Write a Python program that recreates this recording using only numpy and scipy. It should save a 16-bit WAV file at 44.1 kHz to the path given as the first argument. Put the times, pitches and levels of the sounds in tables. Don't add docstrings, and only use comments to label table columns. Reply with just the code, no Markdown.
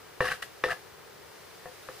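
import sys
import numpy as np
from scipy import signal
from scipy.fft import rfft, irfft
from scipy.io import wavfile
from scipy.ndimage import uniform_filter1d

SR = 44100
rng = np.random.default_rng(int(sys.argv[2]) if len(sys.argv) > 2 else 0)


def int16_out(signal):
    q = np.round(np.clip(np.atleast_2d(signal).T, -1, 1) * 32767)
    wavfile.write(sys.argv[1], SR, q.astype(np.int16))


N = 88200
TIME = np.arange(N) / SR
FREQS = np.arange(N // 2 + 1) * SR / N

# (frequency [Hz], density [dB per Hz])
AIR_SPECTRUM = [(25, -29), (85, -6), (150, -6.5), (250, -13), (320, -7), (410, 1), (600, -7), (1900, -10.5),
                (2600, -15.5), (5000, -17.5), (7000, -22.5), (13000, -24), (15500, -53)]
AIR_DB = -50.5
# (frequency [Hz], correlation [0-1])
LIKENESS = [(60, 0.42), (300, 0.06), (700, 0.2), (1500, 0.59), (3000, 0.47), (6000, 0.1), (15000, 0.27)]
WHINE_LEVELS = [
    [-74],
    [-65],
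]
WHINE_HZ, WHINE_WAVER_HZ = 14836, 8

# (time [s], level [dB])
SLIDE_LEVEL = [(0, -63.5), (0.78, -58), (0.95, -66.5), (1.35, -58), (1.8, -54.5), (2.0, -50.5)]
# (frequency [Hz], density [dB per Hz])
SLIDE_SPECTRUM = [(200, -22), (450, 5.5), (900, -2.5), (1700, 0), (2500, -2), (5000, -2), (7500, -7),
                  (12500, -6.5), (15500, -26)]

# (frequency [Hz], level when struck [dB], level when rubbed [dB], decay t60 [s])
WOOD_MODES = [(509, -18.5, -23, 0.13), (715.8, -44.5, -9.5, 0.14), (400.8, -30.5, -44, 0.17),
              (857, -37.5, -24, 0.15), (1111, -36.5, -10.5, 0.19), (1277, -33, -7.5, 0.1),
              (1558, -45, -6, 0.041), (1677, -21, -3, 0.043), (1812, -20, -8.5, 0.12),
              (1964, -19, -2.5, 0.045), (2570, -38, -16, 0.049), (2830, -28, -6, 0.038),
              (4030, -40.5, -16, 0.059), (4913, -40, -16.5, 0.049)]
RADIATION_HZ = 250

# (time [s], level of the wood's rasp [dB], level of the gritty hiss [dB])
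STROKES = [
    [(0.206, -33, -52), (0.240, -42, -50), (0.247, -34, -49), (0.259, -32.5, -45), (0.267, -37, -47),
     (0.277, -37, -45), (0.29, -34.5, -50), (0.297, -40, -52), (0.32, -31, -45), (0.333, -39.5, -54),
     (0.342, -39.5, -53), (0.37, -65, -60)],
    [(0.421, -46, -52), (0.427, -36.5, -40.5), (0.435, -41.5, -52), (0.455, -73, -58)],
    [(0.64, -52, -49.5), (0.68, -41, -56.5), (0.702, -40, -52), (0.712, -34, -46), (0.722, -33, -50),
     (0.732, -37.5, -59), (0.75, -67, -67)],
]
# (time [s], extra level [dB])
SECOND_MODE_LEVEL = [(0.24, -8), (0.31, 0.5), (0.42, -5), (0.70, 3), (0.718, 21), (0.75, 13)]
# (frequency [Hz], density [dB per Hz])
RUB_SPECTRUM = [(30, -7.5), (120, 1), (230, -8.5), (350, -16), (480, -3.5), (900, -10), (1700, 2.5),
                (2400, -10), (4500, -16.5), (8000, -25)]
# (frequency [Hz], density [dB per Hz])
GRIT_SPECTRUM = [(1000, -34), (2400, 9), (3200, 7.5), (5000, 3.5), (7000, -3), (10000, 0), (13000, -6.5),
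                 (15500, -14)]
SLIPS_PER_S, SLIP_SPREAD_DB = 650, 2
GRIT_PER_S, GRIT_SPREAD_DB, GRIT_JUDDER_DB = 9000, 0.5, -1
RASP_DB, RUB_DB, GRIT_DB = -0.5, -3, 4.5
MODE_WANDER, MODE_SWELL_DB = .014, 3.5

# (time [s], level [dB], pitch [Hz], build-up [s])
CATCHES = [(0.2415, -26.5, 1630, .0035), (0.255, -24, 1630, 0.0072), (0.2712, -20.5, 1640, 0.00096),
           (0.2771, -30, 1750, 0.0052), (0.2817, -25, 1867, 0.0063), (0.2837, -39.5, 4850, .003),
           (0.2998, -32, 2990, 0.0025), (0.303, -26, 1620, 0.0031), (0.3150, -19, 1596, .003),
           (0.322, -26, 1596, 0.0027), (0.323, -39.5, 4007, 0.0032), (0.4240, -27, 1810, 0.00189),
           (0.6835, -28.5, 1307, 0.0061), (0.6954, -25, 1626, 0.0028), (0.704, -21, 1750, 0.0037),
           (0.7109, -22, 1826, 0.0018), (0.7100, -38, 2720, 0.0032), (0.717, -23.5, 1666, 0.005)]
# (multiple of its pitch [ratio], level [dB], decay t60 [s])
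CATCH_RING = [(1, 0, 0.014), (.72, -9.5, 0.014), (1.5, -30, 0.028), (2.8, -37, .006)]
CATCH_WAVER = 0.0083

# (time [s], level [dB], brightness of the contact [Hz], floor thud [dB], crack [dB],
# crack pitch [ratio], extra first mode [dB], extra second mode [dB], pitch of the first mode [Hz])
KNOCKS = [(0.2050, -2, 2460, 4.5, 4, 0.94, 1, 10.5, 506.5),
          (0.6380, -2.5, 6500, -9, 5.5, 0.95, -0.5, -17, 505.6),
          (0.664, -27.5, 500, 16.5, -8, 0.87, -8, 0, 500),
          (1.6560, -23, 1760, 3.5, 3, 0.97, 4.5, 26.5, 506),
          (1.8872, -21, 1330, 1, 13.5, 1.02, 1.5, 12.5, 517)]
# (frequency [Hz], level [dB], decay t60 [s])
CRACK_MODES = [(1190, -9, 0.0076), (1605, -2, 0.0036), (2524, -13.5, 0.0082), (3736, -20.5, 0.01),
               (5720, -16, 0.0047)]
# (frequency [Hz], level [dB], decay t60 [s])
THUD_MODES = [(135.4, -5, 0.098), (151, 0, 0.039), (51, 3, 0.031)]
# (frequency [Hz], density [dB per Hz])
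CLATTER_SPECTRUM = [(40, -11), (250, 4), (430, 17.5), (900, 8.5), (1900, -3), (3000, -0.5), (5500, -7.5),
                    (7000, -18), (15000, -10)]
THUD_DB, CLATTER_DB, CLATTER_T60_S = -32.5, -24.5, 0.12
SEATING_S = 0.0013

# (frequency [Hz], level [dB])
ROOM_COLOUR = [(60, -7), (300, -1.5), (500, -0.5), (2000, -5.5), (5000, 3), (15000, 2)]
ROOM_DB, ROOM_T60_S, ROOM_DELAY_S = -6, 0.24, .004
# (frequency [Hz], left minus right [dB])
BALANCE = [(60, -1.5), (200, 2), (500, 2), (1150, 5.5), (1800, 1.5), (9000, 0), (15000, -2)]
LEFT_LAG_S, CUTOFF_HZ = .00003, 15200


def from_db(db):
    return 10 ** (np.asarray(db) / 20)


def rms_one(x):
    return x / np.sqrt(np.mean(x ** 2) + 1e-20)


def at_hz(points):
    hz, value = np.transpose(points)
    return np.interp(np.log(FREQS + 1), np.log(hz), value)


def over_time(points):
    return from_db(np.interp(TIME, *np.transpose(points)))


def colour(x, spectrum):
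    return rms_one(irfft(rfft(x) * from_db(at_hz(spectrum)), N))


def diffuse_noise(spectrum):
    alike = at_hz(LIKENESS)
    mid, side = rfft(rng.standard_normal((2, N)))
    stereo = np.sqrt(1 + alike) * mid + np.sqrt(1 - alike) * side * [[1], [-1]]
    return colour(irfft(stereo, N), spectrum)


def wobble(size):
    smooth = uniform_filter1d(rng.standard_normal(N), size, mode="wrap")
    return rms_one(uniform_filter1d(smooth, size, mode="wrap"))


def grains(per_s, spread_db):
    sizes_db = spread_db * np.minimum(rng.exponential(1, N), 4)
    sizes = from_db(sizes_db) * rng.choice([-1, 1], N)
    return sizes * (rng.random(N) < per_s / SR)


def evened(x):
    return x / np.sqrt(np.abs(uniform_filter1d(x ** 2, size=440)) + 1e-12)


def dying(seconds, t60):
    return np.exp(-np.log(1000) * seconds / t60)


def rising(s):
    return 1 - np.exp(-(TIME / s) ** 2)


def delay(x, s):
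    silence = np.zeros(x.shape[:-1] + (int(s * SR),))
    return np.concatenate([silence, x], axis=-1)[..., :N]


def ring(x, hz, t60):
    r, w = from_db(-60 / (t60 * SR)), 2 * np.pi * hz / SR
    return signal.lfilter([0, np.sin(w)], [1, -2 * r * np.cos(w), r * r], x + 1e-18)


def modes(x, table):
    return sum((-1) ** k * from_db(db) * ring(x, hz, t60) for k, (hz, db, t60) in enumerate(table))


def radiated(x):
    highpass = signal.butter(2, RADIATION_HZ, "high", fs=SR, output="sos")
    return signal.sosfilt(highpass, x + 1e-18)


def shifting(x):
    warped = TIME + np.cumsum(MODE_WANDER * wobble(size=600)) / SR
    return np.interp(warped, TIME, x) * from_db(MODE_SWELL_DB * wobble(size=450))


def background():
    return from_db(AIR_DB) * diffuse_noise(AIR_SPECTRUM)


def whine():
    phase = 2 * np.pi * np.cumsum(WHINE_HZ + WHINE_WAVER_HZ * wobble(size=900)) / SR
    return from_db(WHINE_LEVELS) * np.sqrt(2) * np.sin(phase)


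def garage(x):
    tail = delay(diffuse_noise(ROOM_COLOUR) * dying(TIME, ROOM_T60_S), ROOM_DELAY_S)
    echo = rms_one(tail) / np.sqrt(N)
    return from_db(ROOM_DB) * signal.fftconvolve(x, echo, axes=-1)[:, :N]


def sliding():
    return over_time(SLIDE_LEVEL) * diffuse_noise(SLIDE_SPECTRUM)


def scrapes():
    out = np.zeros((2, N))
    second_gain = over_time(SECOND_MODE_LEVEL)
    for stroke in STROKES:
        s, rasp_db, hiss_db = np.transpose(stroke)
        slips = grains(SLIPS_PER_S, SLIP_SPREAD_DB)
        wood = np.zeros(N)
        for k, (hz, _, rubbed_db, t60) in enumerate(WOOD_MODES):
            coupling = second_gain if k == 1 else 1
            wood += coupling * from_db(rubbed_db) * shifting(ring(slips, hz, t60))
        rub = evened(colour(slips, RUB_SPECTRUM))
        rasp = from_db(RASP_DB) * evened(radiated(wood)) + from_db(RUB_DB) * rub
        grit = np.array([colour(grains(GRIT_PER_S, GRIT_SPREAD_DB), GRIT_SPECTRUM) for _ in range(2)])
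        hiss = grit * from_db(GRIT_DB + GRIT_JUDDER_DB * wobble(size=110))
        rasp_gain = from_db(np.interp(TIME, s, rasp_db))
        hiss_gain = from_db(np.interp(TIME, s, hiss_db))
        moving = (TIME >= s[0]) & (TIME <= s[-1])
        out += moving * (rasp_gain * rasp + hiss_gain * hiss)
    return out


def catches():
    out = np.zeros(N)
    t = TIME[:N // 20]
    for s, db, hz, build_s in CATCHES:
        waver = CATCH_WAVER * wobble(size=60)[:len(t)]
        phase = 2 * np.pi * np.cumsum(hz * (1 + waver)) / SR
        swell = np.minimum(t / build_s, 1)
        after = np.maximum(t - build_s, 0)
        chirp = np.zeros(len(t))
        for multiple, level_db, t60 in CATCH_RING:
            chirp += swell * from_db(level_db) * dying(after, t60) * np.sin(multiple * phase)
        out += from_db(db) * np.interp(TIME - s, t, chirp, left=0, right=0)
    return radiated(out)


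def knocks():
    out, click = np.zeros(N), signal.unit_impulse(N)
    for s, db, bright_hz, thud_db, crack_db, crack_pitch, first_db, second_db, first_hz in KNOCKS:
        struck = [(hz, level_db, t60) for hz, level_db, _, t60 in WOOD_MODES]
        struck[0] = (first_hz, struck[0][1] + first_db, struck[0][2])
        struck[1] = (struck[1][0], struck[1][1] + second_db, struck[1][2])
        wood = modes(click, struck)
        crack_modes = [(hz * crack_pitch, level_db, t60) for hz, level_db, t60 in CRACK_MODES]
        crack = from_db(crack_db) * modes(click, crack_modes)
        dense = evened(colour(rng.standard_normal(N), CLATTER_SPECTRUM))
        clatter = from_db(CLATTER_DB) * dense * dying(TIME, CLATTER_T60_S)
        floor = sum(from_db(level_db) * ring(click, hz, t60) for hz, level_db, t60 in THUD_MODES)
        thud = from_db(THUD_DB + thud_db) * floor
        boards = radiated(rising(SEATING_S) * (wood + crack + clatter))
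        contact = signal.butter(2, bright_hz, fs=SR)
        out += from_db(db) * delay(signal.lfilter(*contact, boards + thud), s)
    return out


def scene():
    boards = knocks() + scrapes() + catches()
    return boards + garage(boards) + sliding() + background()


def record(dry):
    gains = from_db(at_hz(BALANCE) * [[.5], [-.5]])
    lag = np.exp(-2j * np.pi * FREQS * LEFT_LAG_S * [[1], [0]])
    heard = irfft(rfft(dry) * gains * lag, N) + whine()
    top_cut = signal.ellip(10, .2, 80, CUTOFF_HZ, fs=SR, output="sos")
    return signal.sosfilt(top_cut, heard)


dry = scene()
out = record(dry)
int16_out(out)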